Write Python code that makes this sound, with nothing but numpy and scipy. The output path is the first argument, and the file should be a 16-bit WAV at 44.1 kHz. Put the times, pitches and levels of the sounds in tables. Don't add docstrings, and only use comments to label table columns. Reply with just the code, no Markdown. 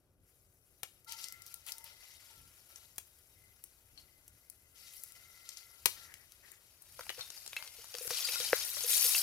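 import sys
import numpy as np
from scipy import signal
from scipy.fft import rfft, irfft, next_fast_len
from scipy.io import wavfile
from scipy.ndimage import uniform_filter1d

SR = 44100
rng = np.random.default_rng(int(sys.argv[2]) if len(sys.argv) > 2 else 0)


def wav_record(signal):
    frames = np.transpose(np.atleast_2d(signal))
    bounded = np.clip(frames, -1, 1)
    quanta = np.round(bounded * 32767).astype(np.int16)
    wavfile.write(sys.argv[1], SR, quanta)


def boost_factor(decibels):
    exponent = np.asarray(decibels, float) / 20
    return 10 ** exponent


N = 406602
CUT_S = 6.7


def evened(x):
    return x / np.sqrt(np.mean(x ** 2) + 1e-20)


def read(points, hz):
    f, value = np.transpose(points)
    return np.interp(np.log(hz + 1), np.log(f + 1), value)


def curve(rows):
    s, *columns = np.transpose(rows)
    return [np.interp(np.arange(N) / SR, s, c, c[0], c[-1]) for c in columns]


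def add(mix, s, sound):
    part = mix[..., round(s * SR):][..., :sound.shape[-1]]
    part += sound[..., :part.shape[-1]]


def shaped(x, gain):
    size = next_fast_len(x.shape[-1] + 4096)
    spectrum = rfft(x, size) * gain(np.fft.rfftfreq(size, 1 / SR))
    return irfft(spectrum, size)[..., :x.shape[-1]]


def band(x, lo_hz, hi_hz):
    return shaped(x, lambda f: 1 / np.sqrt((1 + (lo_hz / (f + 1)) ** 8) * (1 + (f / hi_hz) ** 8)))


def drift(rate_hz):
    span = int(SR / 16 / rate_hz)
    coarse = rng.standard_normal(N // 16 + 1)
    coarse = uniform_filter1d(uniform_filter1d(coarse, span), span)
    return np.repeat(evened(coarse), 16)[:N]


def swells(rows, rise_s, sag_db, fall_db):
    start, hold, db = np.transpose(rows)[:, :, None]
    t = np.arange(0, N + 64, 32) / SR
    u = np.maximum(t - start, 0)
    after = np.maximum(u - rise_s - hold, 0)
    shape = np.minimum(u / rise_s, 1) * boost_factor(db - sag_db * u - fall_db * after)
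    return np.interp(np.arange(N) / SR, t, (shape ** 2).sum(0))


def mode(hz, width):
    t = np.arange(4000) / SR
    ring = np.exp(-np.pi * max(width, 10) * t) * np.sin(2 * np.pi * hz * t)
    return ring / np.linalg.norm(ring)


# time in [s], fizz level in [dB], coarseness (hiss against fizz) in [dB].
SIMMER = [(0.0, -82.5, 0), (0.175, -85.5, -3), (0.29, -72, -5), (0.52, -73.5, -13.5), (0.94, -70.5, 1),
          (1.05, -74, -3), (1.35, -68, 9), (2.3, -65.5, 6), (3.1, -67.5, -1.5), (4.1, -69.5, -0.5),
          (4.6, -69.5, -2.5), (5.8, -63.5, 2.5), (6.4, -68, 5), (6.8, -67.5, 3.5), (7.0, -58, 5.5),
          (7.9, -59, 9.5), (8.1, -51.5, 5), (9.22, -37, 6)]
# start in [s], hold in [s], level in [dB], coarseness in [dB], splutter against fizz in [dB].
FLARES = [(1.068, 0.16, -59, 4, -12), (1.45, 0.032, -63, -4, -22), (1.652, 0.016, -53, -4.5, -8),
          (1.84, .04, -69, 8.5, 2), (1.998, 0.3, -68.5, 3, -5), (2.68, 0.14, -67, -3.5, -6.5),
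          (3.948, 0.026, -75.5, 4, -1), (4.742, 0.15, -63, 2, -13), (4.907, 0.13, -56.5, -13, -22),
          (5.055, 0.32, -68, 1, -7), (5.44, 0.13, -68, 9, -10), (5.906, 0.11, -65, 3.5, -5),
          (6.444, 0.044, -69.5, 1, -14), (6.985, .03, -67.5, -18, 3), (7.161, 0.018, -65.5, 8, 9),
          (7.304, .08, -68.5, 5.5, -12), (7.544, 0.087, -62.5, -13, 1.5), (7.95, 0.026, -57.5, -1, -16),
          (8.009, .05, -45, -22, -19), (8.086, 0.52, -47, 4.5, -8.5), (8.762, 0.057, -49, -1, -14),
          (8.877, 0.28, -31.5, -9.5, -22)]


def frying():
    level_db, coarse_db = curve(SIMMER)
    hiss_db = level_db - 11 + coarse_db
    splutter_db = level_db - 10.5 + 0.41 * coarse_db - 0.35 * (level_db + 65)
    start, hold, db, coarse, splutter = np.transpose(FLARES)
    flares = [swells(np.transpose([start, hold, db + offset]), rise_s=0.021, sag_db=5, fall_db=160)
              for offset in (0, coarse, splutter)]
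    dense_db, sparse_db = -36, -52
    flare_db = 10 * np.log10(flares[0] + 1e-12)
    sparse = np.clip((flare_db - dense_db) / (sparse_db - dense_db), .15, 1)
    flutter = boost_factor(2 * 2.0 * drift(40) * sparse)
    gains = [np.sqrt(boost_factor(2 * calm_db) + flutter * flare)
             for calm_db, flare in zip((level_db, hiss_db, splutter_db), flares)]
    crackle_gain = sparse * np.sqrt(flares[0] + 0.14 * boost_factor(2 * level_db))
    return gains + [crackle_gain]


def bubbles(per_s, spread_db, cycles, clump_db):
    burst = rng.random(N) < per_s / SR * boost_factor(clump_db * drift(60))
    size = boost_factor(spread_db * np.minimum(rng.exponential(1, N), 5)) * burst
    kind, out = rng.integers(0, 24, N), np.zeros(N)
    for k, hz in enumerate(np.geomspace(800, 15000, 24)):
        u = np.arange(900) / SR * hz / cycles
        ring = hz * u * np.exp(-3 * u) * np.sin(2 * np.pi * cycles * u * (1 + 0.059 * u))
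        out += signal.oaconvolve(size * (kind == k), ring)[:N]
    return evened(out)


def blotchy(x, patch_db):
    z = signal.stft(x, nperseg=256)[2]
    patches = uniform_filter1d(rng.standard_normal(z.shape), size=7, axis=0)
    patches = uniform_filter1d(patches, size=8, axis=1)
    return signal.istft(z * boost_factor(patch_db * evened(patches)), nperseg=256)[1][:N]


# pitch in [Hz], width in [Hz], level in [dB].
IRON = [(937, 13, -2.5), (1448, 38, 0), (2084, 24, -2), (2520, 9.2, -3.5), (3800, 6.2, 3), (4830, 22, -3.5),
        (5690, 39, -0.5)]


def iron(x):
    ring = sum(boost_factor(db) * mode(hz, width) for hz, width, db in IRON)
    return signal.oaconvolve(x, ring)[:N]


def crackles():
    snap = rng.random(N) < 70 / SR
    size = boost_factor(5.5 * np.minimum(rng.exponential(1, N), 4)) * snap
    snaps = signal.lfilter([1], [1, -.97], size) * rng.standard_normal(N)
    return boost_factor(-13) * evened(band(snaps, 2040, 13000))


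# frequency in [Hz], density in [dB per Hz].
FAT = [(350, -10), (600, -2.5), (798, -13), (1220, -12.5), (1570, -9.5), (1730, -12.5), (2240, -10),
       (3460, -12), (4660, -9.5), (5720, -10), (8590, -16), (10800, -7.5), (15400, -14)]


def sizzle():
    fizz_gain, hiss_gain, splutter_gain, crackle_gain = frying()
    steam = rng.standard_normal(N) * boost_factor(.6 * drift(70))
    fierce = np.clip((20 * np.log10(fizz_gain) + 80) / 40, .3, .8)
    crowd = bubbles(per_s=6000, spread_db=3.6, cycles=13.0, clump_db=1.2)
    fat = blotchy(np.sqrt(1 - .6 * fierce ** 2) * steam + fierce * crowd, patch_db=1.5)
    fat = fat + boost_factor(-24) * iron(fat)
    fat = shaped(fat, lambda f: boost_factor(read(FAT, np.minimum(f, 15400))) / (1 + (f / 15600) ** 90))
    fizz = evened(band(fat, 7000, 20000))
    hiss = evened(band(fat, 3000, 7000))
    splutter = evened(band(fat, 700, 3000))
    return fizz_gain * fizz + crackle_gain * crackles() + hiss_gain * hiss + splutter_gain * splutter


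# frequency in [Hz], density in [dB per Hz].
FIRE = [(13, -48), (22, -15.5), (59, -3.5), (97, -3.5), (211, -18.5), (372, -9.5), (502, -11.5), (609, -12),
        (982, -23), (1500, -21), (1950, -41), (3300, -120)]
# start in [s], hold in [s], level in [dB].
GUSTS = [
    (2.35, 0.099, -67),
    (3.9, 0.034, -70),
    (8.45, 0.44, -74),
]


def fire():
    rumble_db = 10 * np.log10(boost_factor(2 * -73) + swells(GUSTS, rise_s=0.03, sag_db=0, fall_db=100))
    stirred = np.clip((np.arange(N) / SR - 8.13) / .1, 0, 1)
    a, b = shaped(rng.standard_normal((2, N)), lambda f: boost_factor(read(FIRE, f)) * (f < 2500))
    both = np.array([a, .65 * a + .42 * b])
    low = band(both, 15, 230)
    air = evened(both - low)
    air = (1 - stirred) * boost_factor(-81) * air + stirred * boost_factor(-68) * band(air, 340, 3000)
    lumps_db = 1.5 * drift(8) + 1.5 * drift(25)
    return 0.9 * evened(low) * boost_factor(rumble_db + lumps_db) + 0.92 * air


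# time in [s], peak in [dB], bubble pitch in [Hz], low part in [dB], bright part in [dB].
POPS = [
    (0.8316, -21, 1500, -10.5, -1.5),
    (2.981, -21, 11900, -17, -5.5),
    (5.8569, -4.5, 1690, -16.5, -1),
    (8.1055, -24, 4200, -8.5, -3),
]
# time in [s], peak in [dB], bubble pitch in [Hz],
# bright part in [dB].
TICKS = [(1.0458, -41, 14900, -10), (1.1216, -24, 5830, 10), (1.2128, -36, 10700, -3),
         (1.2409, -26, 5700, -21), (1.2843, -27.5, 5700, 0), (1.3233, -28.5, 10300, -8),
         (1.42, -32, 6160, 2), (1.4637, -32, 10700, -14), (1.5412, -27.5, 11200, -18),
         (1.6645, -28, 10800, -3), (1.7074, -38, 10600, -5), (1.7198, -21, 10800, 9),
         (1.782, -30, 9350, -15), (1.8416, -31, 13800, -20), (2.3787, -45, 14800, 1),
         (2.759, -33, 6750, -33), (2.96, -42, 11600, 10), (3.1868, -46, 14200, -6),
         (3.6388, -28, 11000, -31), (3.976, -42, 4000, -44), (4.279, -36.5, 12700, -14),
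         (4.499, -28, 10900, -24), (5.0359, -24, 11200, -23), (5.1213, -33.5, 10800, -14),
         (5.49, -29.5, 5560, -20), (5.5711, -29, 5300, -22), (6.14, -31.5, 1940, -8),
         (6.32, -38.5, 5000, -6), (6.517, -32.5, 10800, -30), (6.8205, -37, 10700, -30)]
# time in [s], peak in [dB], bubble pitch in [Hz],
# breadth in [dB] (how much slap and hiss join the pitch).
PLOPS = [(6.9924, -32.5, 890, -33), (7.0088, -27.5, 1410, -11), (7.0662, -36.5, 1000, -27),
         (7.1016, -27, 3000, -16), (7.093, -22, 2640, -27), (7.1931, -29, 6210, -2),
         (7.2092, -24.5, 4130, -24), (7.3025, -30, 5740, -25), (7.3755, -38, 4800, -15),
         (7.4628, -27, 5640, -23), (7.4764, -24.5, 6340, -28), (7.5309, -29.5, 2670, -27),
         (7.5652, -23, 2530, -27), (7.6249, -24.5, 2520, -13), (7.6755, -33, 4100, -26),
         (7.8427, -32.5, 11400, -10), (7.941, -27, 4360, -27), (7.9506, -24.5, 4250, -23),
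         (7.9839, -28, 6410, -19), (8.0759, -21, 6040, -7.5), (8.249, -40, 4830, -15),
         (8.2874, -21.5, 2500, -22), (8.339, -31, 2470, -7), (8.357, -27, 4800, -15),
         (8.401, -17.5, 5370, -16), (8.7013, -41, 9720, -27), (8.769, -21, 1790, -19),
         (8.807, -27, 4920, -25), (9.091, -25, 9950, -23), (9.148, -19.5, 2730, -23)]
# time in [s], peak in [dB], pitch in [Hz], low part in [dB],
# bright part in [dB].
DROP = [
    (8.5303, -13, 900, -12, -40),
]


def spit_rows():
    ticks = [(s, db, hz, -37.5, high_db, 0.015) for s, db, hz, high_db in TICKS]
    plops = [(s, db, hz, wide_db - 3.5, wide_db + 1.5, 0.012) for s, db, hz, wide_db in PLOPS]
    pops = [(*row, 0.022) for row in POPS]
    drop = [(*row, .005) for row in DROP]
    return ticks + plops + pops + drop


def spits():
    out, t = np.zeros(N), np.arange(3000) / SR
    rows = spit_rows()
    noise = rng.standard_normal((len(rows), len(t)))
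    lead = 40
    for (s, db, hz, low_db, high_db, t60), spray in zip(rows, noise):
        crack = 4.46 * (t == 0)
        burst = np.roll(spray * boost_factor(-60 * t / np.clip(1.27 * t60, .004, .2)) + crack, lead)
        treble = band(burst, 3500, 16300)
        bright = shaped(treble, lambda f: boost_factor(.5 * read(FAT, np.minimum(f, 15400)) - 0.5))
        pitched = 1.6 * band(burst, .8 * hz, 1.22 * hz)
        slap = band(burst, 390, 2610)
        sound = pitched + boost_factor(high_db + 17) * bright + boost_factor(low_db + 22.0) * slap
        thump = boost_factor(low_db - 16.5) * np.sin(2 * np.pi * 120 * t) * boost_factor(-60 * t / 0.032)
        add(out, s + .0006 - lead / SR, boost_factor(db) * (sound / abs(sound).max() + thump))
    return out


def woods(x):
    t = np.arange(12000) / SR
    near, far = rng.standard_normal((2, len(t))) * (t > .002)
    tail = band(near, 250, 7800) * boost_factor(-60 * t / 0.19)
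    tail = tail + band(far, 1900, 14400) * boost_factor(-60 * t / 0.26)
    return signal.oaconvolve(x, tail / np.linalg.norm(tail))[:N]


# pitch in [Hz], width in [Hz], steady share in [0 to 1].
HUM_MODES = [(912, 12, .85), (1362, 14, .85), (2050, 45, .65), (1950, 300, 0)]
# start in [s], hold in [s], level in [dB].
DRUM_LOW = [
    (1.068, 0.074, -63),
    (1.664, 0.19, -70),
    (2.293, 0.027, -72),
]
DRUM_MID = [(1.061, 0.12, -62.5), (1.19, .36, -72), (1.66, 0.19, -72.5), (2.29, 0.16, -76),
            (2.68, 0.14, -78.5), (4.73, .3, -81), (5.1, .7, -75), (5.95, 0.085, -67.5)]
DRUM_HIGH = [(1.07, 0.34, -66), (1.66, 0.52, -70), (3.35, 0.16, -76.5), (4.02, 0.87, -82.5),
             (4.74, 0.53, -74), (5.1, 0.63, -68)]
DRUM_LOOSE = [
    (5.95, 0.24, -65.5),
    (6.42, 0.1, -67),
]


def hum():
    out = np.zeros(N)
    for rows, (hz, width, steady) in zip((DRUM_LOW, DRUM_MID, DRUM_HIGH, DRUM_LOOSE), HUM_MODES):
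        phase = 2 * np.pi * np.cumsum(hz + width * drift(150)) / SR
        tone = np.sqrt(2) * np.sin(phase)
        shaken = signal.oaconvolve(rng.standard_normal(N), mode(hz, width))[:N]
        level = np.sqrt(swells(rows, rise_s=0.01, sag_db=3, fall_db=183)) * boost_factor(2.4 * drift(70))
        out += level * (steady * tone + np.sqrt(1 - steady ** 2) * shaken)
    return out


# time in [s], level in [dB], pitch in [Hz], t60 in [s].
PINGS = [(3.976, -53, 4153, 0.13), (3.977, -54, 4440, 0.17), (8.245, -32.5, 4830, 0.14),
         (7.096, -42, 2990, 0.14), (7.209, -42.5, 4170, 0.15), (7.21, -44, 3670, 0.24),
         (7.375, -45.5, 4870, .05), (7.568, -52, 2110, 0.6), (7.566, -31, 2650, 0.03),
         (7.569, -45, 4160, 0.068), (8.289, -38, 2600, 0.07), (8.344, -39.5, 2540, 0.094),
         (8.357, -40.5, 1414, 0.095), (9.148, -27, 2660, 0.045)]


def pings():
    out, t = np.zeros(N), np.arange(12000) / SR
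    for s, db, hz, t60 in PINGS:
        pair = np.sin(2 * np.pi * hz * t) + 0.32 * np.sin(2 * np.pi * (hz + 18) * t)
        swell = 1 - np.exp(-t / 0.00078)
        add(out, s, boost_factor(db - 60 * t / max(t60, .05)) * swell * pair)
    return out


# time in [s], peak in [dB], pitch in [Hz].
KNOCKS = [(6.992, -51.5, 489), (7.18, -48, 497), (7.786, -57, 458), (7.945, -44.5, 490), (8.01, -45.5, 496),
          (8.052, -47, 480), (8.111, -41.5, 488), (8.287, -50, 485), (8.403, -44.5, 487), (8.531, -14, 503),
          (8.604, -61, 585), (8.768, -51, 585), (8.842, -42.5, 486), (8.896, -52.5, 484), (8.953, -53, 604),
          (9.05, -45.5, 490), (9.144, -54, 605)]


def knocks():
    out, t = np.zeros(N), np.arange(4000) / SR
    for s, db, hz in KNOCKS:
        t60 = .02 if db > -25 else .075
        swell = 1 - np.exp(-t / 0.0013)
        add(out, s, boost_factor(db - 60 * t / t60) * swell * 1.76 * np.sin(2 * np.pi * hz * t))
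    return out


# frequency in [Hz], level in [dB].
TILT = [
    [(60, 1.4), (150, 3.7), (380, 30), (950, 13), (2380, 9.2), (5980, 9.9), (15000, 7.7)],
    [(60, 1.0), (150, 0.91), (380, 6.3), (950, 9.8), (2380, 4), (5980, 8.2), (15000, 4.9)],
]
# frequency in [Hz], lag in [rad].
LEAD_SIDE = [(0, 0), (950, 0.7), (1210, 1.8), (1460, 1.4), (3450, 3.0), (3700, 4.6), (5600, 6.5),
             (6200, 6.5), (7840, 12.8), (9990, 12.5), (15300, 12.8), (16400, 14.1)]
LEAD_TOP = [(0, 0), (690, 0.2), (2580, -0.1), (3270, 1.2), (4480, 6.8), (5430, 7.7), (6720, 6.2),
            (8350, 12.3), (9040, 12.6), (15300, 12.5), (15700, 12.1), (16400, 13.8)]
# frequency in [Hz], likeness in [0 to 1].
SAME_SIDE = [(300, .95), (1000, .8), (2500, .7), (5000, .6), (7500, .6), (8500, .85), (12000, .8),
             (15000, .55)]
SAME_TOP = [(300, .97), (1000, .8), (2500, .6), (5000, .4), (7500, .45), (8500, .85), (12000, .7),
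            (15000, .4)]


def ports(x):
    late = np.arange(N) > CUT_S * SR
    wander = np.cumsum(drift(300)) * 2 * np.pi * 60 / SR
    other = (signal.hilbert(x, next_fast_len(N))[:N] * np.exp(1j * wander)).real
    size = next_fast_len(N + 4096)
    f, out = np.fft.rfftfreq(size, 1 / SR), np.zeros((2, N))
    views = ((~late, LEAD_SIDE, SAME_SIDE, TILT[0]), (late, LEAD_TOP, SAME_TOP, TILT[1]))
    for on, lead, same, tilt in views:
        left = boost_factor(read(tilt, f))
        like = read(same, f) * np.exp(-1j * read(lead, f))
        unlike = np.sqrt(1 - abs(like) ** 2)
        summed = np.sqrt(abs(left + like) ** 2 + unlike ** 2)
        both = np.sqrt((left + 1) * summed) / 2
        here, there = rfft(x * on, size) / both, rfft(other * on, size) / both
        out += irfft(np.array([left * here, like * here + unlike * there]), size)[:, :N]
    return out


def scene():
    spit = spits()
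    rung = band(knocks() + pings(), 330, 9000)
    pan = spit + boost_factor(-11.0) * woods(spit) + sizzle() + hum() + rung
    return ports(pan) + fire()


def top_cut(x):
    return signal.sosfilt(signal.butter(12, 16830, fs=SR, output="sos"), x)


def record(dry):
    t = np.arange(N) / SR
    cut_db = -23 * np.clip((t - 8.92) / .03, 0, 1)
    bass = shaped(dry, lambda f: 1 / (1 + (f / 400) ** 16))
    thinned = dry - bass * (1 - boost_factor(cut_db))
    dip_hz, dip_width_hz, dip_db = 3550, 150, -4

    def dip_and_top(f):
        dip = boost_factor(dip_db * np.exp(-((f - dip_hz) / dip_width_hz) ** 2))
        return dip / (1 + (f / 16450) ** 120)

    return top_cut(shaped(thinned, dip_and_top))


dry = scene()
out = record(dry)
wav_record(out)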